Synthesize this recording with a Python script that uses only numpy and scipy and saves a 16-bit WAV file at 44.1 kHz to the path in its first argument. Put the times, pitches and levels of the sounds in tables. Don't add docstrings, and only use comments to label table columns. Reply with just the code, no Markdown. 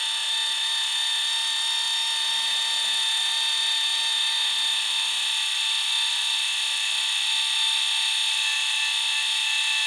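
import sys
import numpy as np
from scipy.fft import rfft, irfft, next_fast_len
from scipy.io import wavfile
from scipy.ndimage import uniform_filter1d, map_coordinates

SR = 44100
rng = np.random.default_rng(int(sys.argv[2]) if len(sys.argv) > 2 else 0)


def waveform_to_disk(signal):
    frames = np.transpose(np.atleast_2d(signal))
    scaled = np.clip(frames, -1, 1) * 32767
    samples = np.round(scaled).astype(np.int16)
    wavfile.write(sys.argv[1], SR, samples)


N = 434826
TIME = np.arange(N) / SR
TEETH, SAMPLES_PER_TURN = 26, 4096
FRAME_S = .025
FRAME_TIMES = np.arange(0, N / SR + 2 * FRAME_S, FRAME_S)

# t/s, mean rotation rate/Hz, ripple depth/Hz
MOTOR_SPEED = [(0.0, 34.346, 0.049), (0.55, 34.567, 0.136), (1.11, 34.524, 0.103), (1.28, 34.71, 0.139),
               (2.01, 34.89, 0.085), (2.28, 34.778, 0.122), (3.08, 34.503, 0.048), (3.5, 34.724, 0.025),
               (3.71, 34.606, 0.047), (4.05, 34.695, 0.113), (4.72, 34.447, 0.09), (4.87, 34.368, 0.115),
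               (5.42, 34.3, 0.054), (5.94, 34.397, 0.095), (6.62, 34.199, 0.096), (6.86, 34.164, 0.119),
               (7.2, 34.248, 0.108), (7.58, 34.435, 0.084), (8.0, 34.262, 0.124), (8.26, 34.312, 0.033),
               (8.49, 33.948, 0.055), (9.08, 34.116, 0.19), (9.43, 34.1, 0.137), (9.86, 33.835, 0.009)]
# early t/s, late t/s
SWING_TIMES = [1.6, 8.2]
ORDERS = [17, 18, 25, 26, 34, 40, 42, 43, 48, 50, 51, 52, 53, 54, 56, 59, 60, 61, 66, 69, 70, 76, 77, 78,
          79, 81, 82, 85, 86, 87, 91, 92, 94, 95, 96, 97, 98, 99, 101, 102, 103, 104, 105, 106, 107, 108,
          111, 112, 114, 115, 117, 119, 120, 127, 128, 130, 131, 133, 137, 140, 153, 156, 157, 159, 182,
          192, 195, 198, 200, 202, 208, 234, 256, 257, 258, 260]
# early level/dB, late level/dB
ORDER_LEVELS = [(-67.5, -72.5), (-67.5, -77), (-69, -57), (-47.5, -45.0), (-51.5, -50.0), (-58, -58),
                (-67, -65.5), (-61.5, -61), (-57.5, -56.0), (-52, -58), (-48, -51.5), (-39.0, -40.5),
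                (-54, -53.5), (-56, -60), (-53, -49), (-55, -57), (-53, -45.5), (-55.5, -52), (-56, -57),
                (-58, -57), (-60, -49.5), (-55, -50.5), (-55, -48.5), (-43, -36.5), (-63, -50), (-65, -57),
                (-55, -49), (-38.5, -41.5), (-46.0, -42), (-45, -43.0), (-41.5, -39), (-47.5, -43.0),
                (-44.5, -42), (-46.5, -42), (-62, -59), (-59, -60), (-45.0, -39), (-39.0, -45),
                (-46, -34.0), (-32, -28.5), (-38.5, -33), (-27.0, -24.0), (-35.5, -32.5), (-39.5, -45),
                (-40.5, -37), (-48, -53), (-48, -45), (-51, -45), (-53, -47), (-52.0, -44), (-51, -45),
                (-51.5, -46.5), (-49, -50), (-57, -48), (-52, -47), (-43, -40.5), (-52.5, -51), (-66, -57),
                (-57.5, -58), (-64.0, -57), (-55, -51), (-50, -49.5), (-56.5, -66), (-66, -59), (-52, -57),
                (-53.5, -55), (-58, -48), (-66, -53.0), (-60, -56.0), (-58, -60), (-64, -50), (-56.5, -52),
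                (-57, -44.5), (-51, -53), (-44, -54), (-50.5, -50.5)]
# f/Hz, width/Hz, gain/dB
NARROW_PEAKS = [(888.0, 2.6, -3), (913.4, 12.9, 6.5), (1762.2, 3.9, 3.5), (1782.0, 8.5, -12),
                (1827, 11.8, -5.5), (2057, 10.4, -11), (2387, 10.1, -11.0), (2624.5, 26.9, 9.5),
                (2671, 4.8, -3.5), (2702, 8.0, -8.0), (2780, 14.3, 6.5), (2875, 6.4, -8.0),
                (2948, 16, -5.5), (3030, 21.3, -15.0), (3090, 19.5, -12), (3140, 7.4, -2.5),
                (3216, 15, 4.5), (3268, 21, 6.5), (3380, 17.5, -6), (3446, 19, -15), (3539, 39.3, -13.0),
                (3586, 12.7, 5.0), (3720, 43.5, -5), (3845, 16, 6.5), (3956, 11.5, 3.0), (4028, 24, -15),
                (4090, 14, -8.5), (4427, 16, -5.0), (4514, 20.4, 5.0), (5310, 25, -6.5), (5404, 17, -8.5),
                (5448, 28, 7.5), (6250, 24.8, -7), (6321, 10.4, 5.5), (6670, 18.3, -8), (8690, 39, -7.5)]
# t/s, gain/dB
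MESH_DRIFT = [(0, 1.5), (1.3, -1.5), (2.3, 1), (4, -1), (6.9, -2), (7.6, 0.5), (9.86, 1.5)]
STAGE_TWO_ORDERS = [14.85, 15.1, 22.28, 24.15, 27.85, 30.22, 33.4, 44.57, 50.15, 53.85, 55.6, 56.22, 74.28,
                    76.15]
STAGE_TWO_LEVELS = [-74.5, -72.5, -61, -58.5, -55, -57, -62, -61, -53, -65, -61, -53, -52, -51]
# t/s, grind gain/dB, extra treble gain/dB
GEAR_LOAD = [(0, -0.5, -3), (.4, -2, 0), (1, -1, 0.5), (2, -0.5, -0.5), (3, 0.5, 0), (4, 0.5, -1.5),
             (5, 0, -0.5), (6, 0.5, -1), (7, 0, -0.5), (8, 1, -2), (8.4, 1, -1.5), (9, -1, -0.5),
             (9.86, 1, -2)]
# f/Hz, gain/dB
RADIATION = [(300, -66.5), (700, -48), (790, -34.5), (1400, -38), (2200, -32.5), (3000, -26.5),
             (4300, -27.5), (4800, -39), (6000, -37.5), (9000, -34), (10200, -40), (12000, -48.5),
             (14000, -56.5), (16000, -59)]
# f/Hz, width/Hz, early gain/dB, late gain/dB
HOUSING_MODES = [(755, 15, 0, 4.5), (1080, 300, 1.5, -2), (1580, 40, 4.5, 3), (1784, 27, 9, 10.5),
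                 (1940, 30, 5, 7), (2220, 28, -6.5, -6.5), (2280, 42, 3, 8), (2476, 48, 5.5, 9),
                 (2638, 62, 7.5, 15.5), (2770, 69, -3, -5), (2930, 60, 1, -7), (3150, 39, -15, -12),
                 (3260, 115, 9, 9), (3660, 98, 8, 15), (3834, 48, 7, 8), (4090, 50, -1, 4.5),
                 (4494, 37, 9, 9.5), (5360, 92, 7.5, 6.5), (5830, 46, 2, -3), (5960, 54, -4, 5.5),
                 (6300, 60, 6, 9.5), (6540, 124, 6, 0.5), (6780, 100, -2, 11.5), (7060, 130, 10.5, 7),
                 (8740, 71, -1, 6), (8930, 85, 9.5, 9.5), (9610, 150, 5.5, 7.5), (10630, 84, 5.5, 9),
                 (11650, 110, 2, 6), (12800, 150, 3, 0)]
# t/s, relative level/dB
TRAFFIC_LEVEL = [(0, -64.5), (1.1, -67.5), (1.4, -65), (2.5, -62), (4, -65.5), (4.8, -69), (5.2, -67.5),
                 (7.7, -70.5), (9.86, -69.5)]
# f/Hz, relative level/dB
TRAFFIC_SPECTRUM = [(15, -57), (25, -34), (78, -12.5), (130, -16), (194, -9.5), (430, -9.5), (515, -4.5),
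                    (700, -1.5), (910, -23), (1540, -120)]
# start t/s, end t/s, start f/Hz, end f/Hz, relative level/dB
ENGINE_HUMS = [(2.25, 2.65, 186, 195, -68), (4.35, 5.03, 170, 182, -73)]


def amp(db):
    return 10 ** (np.asarray(db) / 20)


def bell(x, centre, width):
    return np.exp(-.5 * ((x - centre) / width) ** 2)


def spectrum_db(points, hz):
    f, db = np.transpose(points)
    return np.interp(np.log(hz + 1), np.log(f + 1), db)


def curves(rows):
    times, *columns = np.transpose(rows)
    return [np.interp(TIME, times, column) for column in columns]


def filtered(x, response):
    size = next_fast_len(N + SR // 4)
    return irfft(rfft(x, size) * response(np.fft.rfftfreq(size, 1 / SR)), size)[..., :N]


def wobble(rate_hz):
    return map_coordinates(rng.standard_normal(int(N * rate_hz / SR) + 4), [TIME * rate_hz])


def drifting(count, share, frames):
    noise = rng.standard_normal((2, len(FRAME_TIMES), count))
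    real, imag = uniform_filter1d(noise, frames, 1) * np.sqrt(frames / 2)
    return (1 + share * (real + 1j * imag)) / np.sqrt(1 + share ** 2)


def spin(spectra, turns):
    waves = irfft(spectra, SAMPLES_PER_TURN) * SAMPLES_PER_TURN / np.sqrt(2)
    looped = np.c_[waves, waves[:, :1]]
    return map_coordinates(looped, [TIME / FRAME_S, turns % 1 * SAMPLES_PER_TURN], order=1)


def screw_ripple(screw_turns, catch=.27, lag_turns=.04):
    return np.cos(2 * np.pi * screw_turns) - catch * np.cos(4 * np.pi * (screw_turns - lag_turns))


def shaft(turns_per_screw_turn=11.418):
    mean_hz, ripple_hz = curves(MOTOR_SPEED)
    screw_turns = np.cumsum(mean_hz) / SR / turns_per_screw_turn - .192
    shaft_hz = mean_hz + ripple_hz * screw_ripple(screw_turns)
    backlash = .0005 * wobble(rate_hz=14)
    turns = np.abs(np.cumsum(shaft_hz) / SR + backlash)
    return shaft_hz, turns, screw_turns


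def gear_whine(shaft_hz, turns, screw_turns, swell_db=1, swell_lag_turns=.11, spread_turns=.652):
    hz = np.outer(np.interp(FRAME_TIMES, TIME, shaft_hz), ORDERS)
    level_db = np.transpose([np.interp(FRAME_TIMES, SWING_TIMES, db) for db in ORDER_LEVELS])
    level_db += sum(db * bell(hz, centre, width) for centre, width, db in NARROW_PEAKS)
    mesh = ORDERS.index(TEETH)
    screw_angle = np.interp(FRAME_TIMES, TIME, screw_turns)
    level_db[:, mesh] += swell_db * screw_ripple(screw_angle - swell_lag_turns)
    level_db[:, mesh] += np.interp(FRAME_TIMES, *np.transpose(MESH_DRIFT))
    share = np.where(np.array(ORDERS) % TEETH == 0, .07, .2)
    order = np.arange(SAMPLES_PER_TURN // 2 + 1)
    spectra = np.zeros((len(FRAME_TIMES), len(order)), complex)
    spectra[:, ORDERS] = amp(level_db) * drifting(len(ORDERS), share, frames=6)
    phase = np.pi * order * (spread_turns * order + .16) + rng.normal(0, .35, len(order))
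    return spin(spectra * np.exp(1j * phase), turns)


def second_stage(turns):
    tones = np.zeros(N)
    for order, db in zip(STAGE_TWO_ORDERS, STAGE_TWO_LEVELS):
        gain = amp(db + 2.5 + 3.7 * wobble(rate_hz=4))
        tones += gain * np.sin(2 * np.pi * (order * turns + rng.random()))
    return tones


def scrape(turns, count=460, wear_db=-1.5, treble_wear_db=.93, fresh_db=-2):
    order = np.arange(count)
    wear = amp(np.where(order > 6 * TEETH, treble_wear_db, wear_db))
    strength = wear * np.sqrt(rng.exponential(size=count) * 70 / SR)
    phasor = np.exp(2j * np.pi * rng.random(count))
    marks = np.zeros((len(FRAME_TIMES), SAMPLES_PER_TURN // 2 + 1), complex)
    marks[:, order] = strength * phasor * drifting(count, share=.55, frames=12)
    marks[:, ORDERS] = 0
    marks[:, TEETH - 1::TEETH] = marks[:, TEETH + 1::TEETH] = 0
    return spin(marks, turns) + amp(fresh_db) * rng.standard_normal(N)


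def tight_spot_db(turns, swell_db=4.5, rise_turns=.11, fall_turns=.055):
    angle = (turns + .46) % 1 - .5
    swell = bell(angle, 0, np.where(angle < 0, rise_turns, fall_turns))
    bite_per_turn = rng.uniform(.58, .99, int(turns[-1]) + 2)
    return swell_db * bite_per_turn[(turns + .47).astype(int)] * swell


def gear_grind(turns, split_hz=5200, idler_ratio=.63):
    friction = scrape(turns)
    low = filtered(friction, lambda hz: 1 / (1 + (hz / split_hz) ** 6))
    tick_db = 3 * bell(turns % 1, centre=.83, width=.013)
    runout_db = .95 * np.cos(2 * np.pi * (idler_ratio * turns - .2))
    load_db, treble_db = curves(GEAR_LOAD)
    treble_gain = amp(treble_db - 2 + tight_spot_db(turns) + tick_db + runout_db)
    return amp(load_db) * (low + treble_gain * (friction - low))


def housing(force, mode_spacing_hz=110.25):
    panel_modes = rng.standard_normal((2, 200))

    def response(hz, pose):
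        modes_db = sum(db[pose] * bell(hz, centre, width) for centre, width, *db in HOUSING_MODES)
        panels_db = 1.6 * (hz > 7300) * map_coordinates(panel_modes[pose], [hz / mode_spacing_hz])
        return amp(spectrum_db(RADIATION, hz) + modes_db + panels_db)
    early = filtered(force, lambda hz: response(hz, pose=0))
    late = filtered(force, lambda hz: response(hz, pose=1))
    swung = np.interp(TIME, SWING_TIMES, [0, 1])
    return (1 - swung) * early + swung * late


def traffic():
    rumble = filtered(rng.standard_normal(N), lambda hz: amp(spectrum_db(TRAFFIC_SPECTRUM, hz)))
    level_db = curves(TRAFFIC_LEVEL)[0] + 6 + 2.7 * wobble(rate_hz=6)
    return amp(level_db) * rumble / rumble.std()


def far_engine(fade_s=.04):
    hum = np.zeros(N)
    for start, end, start_hz, end_hz, db in ENGINE_HUMS:
        fade = np.clip(np.minimum(TIME - start, end - TIME) / fade_s, 0, 1)
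        hz = np.interp(TIME, [start, end], [start_hz, end_hz])
        gain = amp(db + 4 + 1.5 * wobble(rate_hz=9))
        hum += gain * fade * np.sin(2 * np.pi * np.cumsum(hz) / SR)
    return hum


def scene():
    shaft_hz, turns, screw_turns = shaft()
    actuator = gear_whine(shaft_hz, turns, screw_turns) + second_stage(turns) + housing(gear_grind(turns))
    return (actuator + traffic() + far_engine())[None]


def record(dry, cutoff_hz=15740):
    return filtered(dry, lambda hz: hz < cutoff_hz)


dry = scene()
out = record(dry)
waveform_to_disk(out)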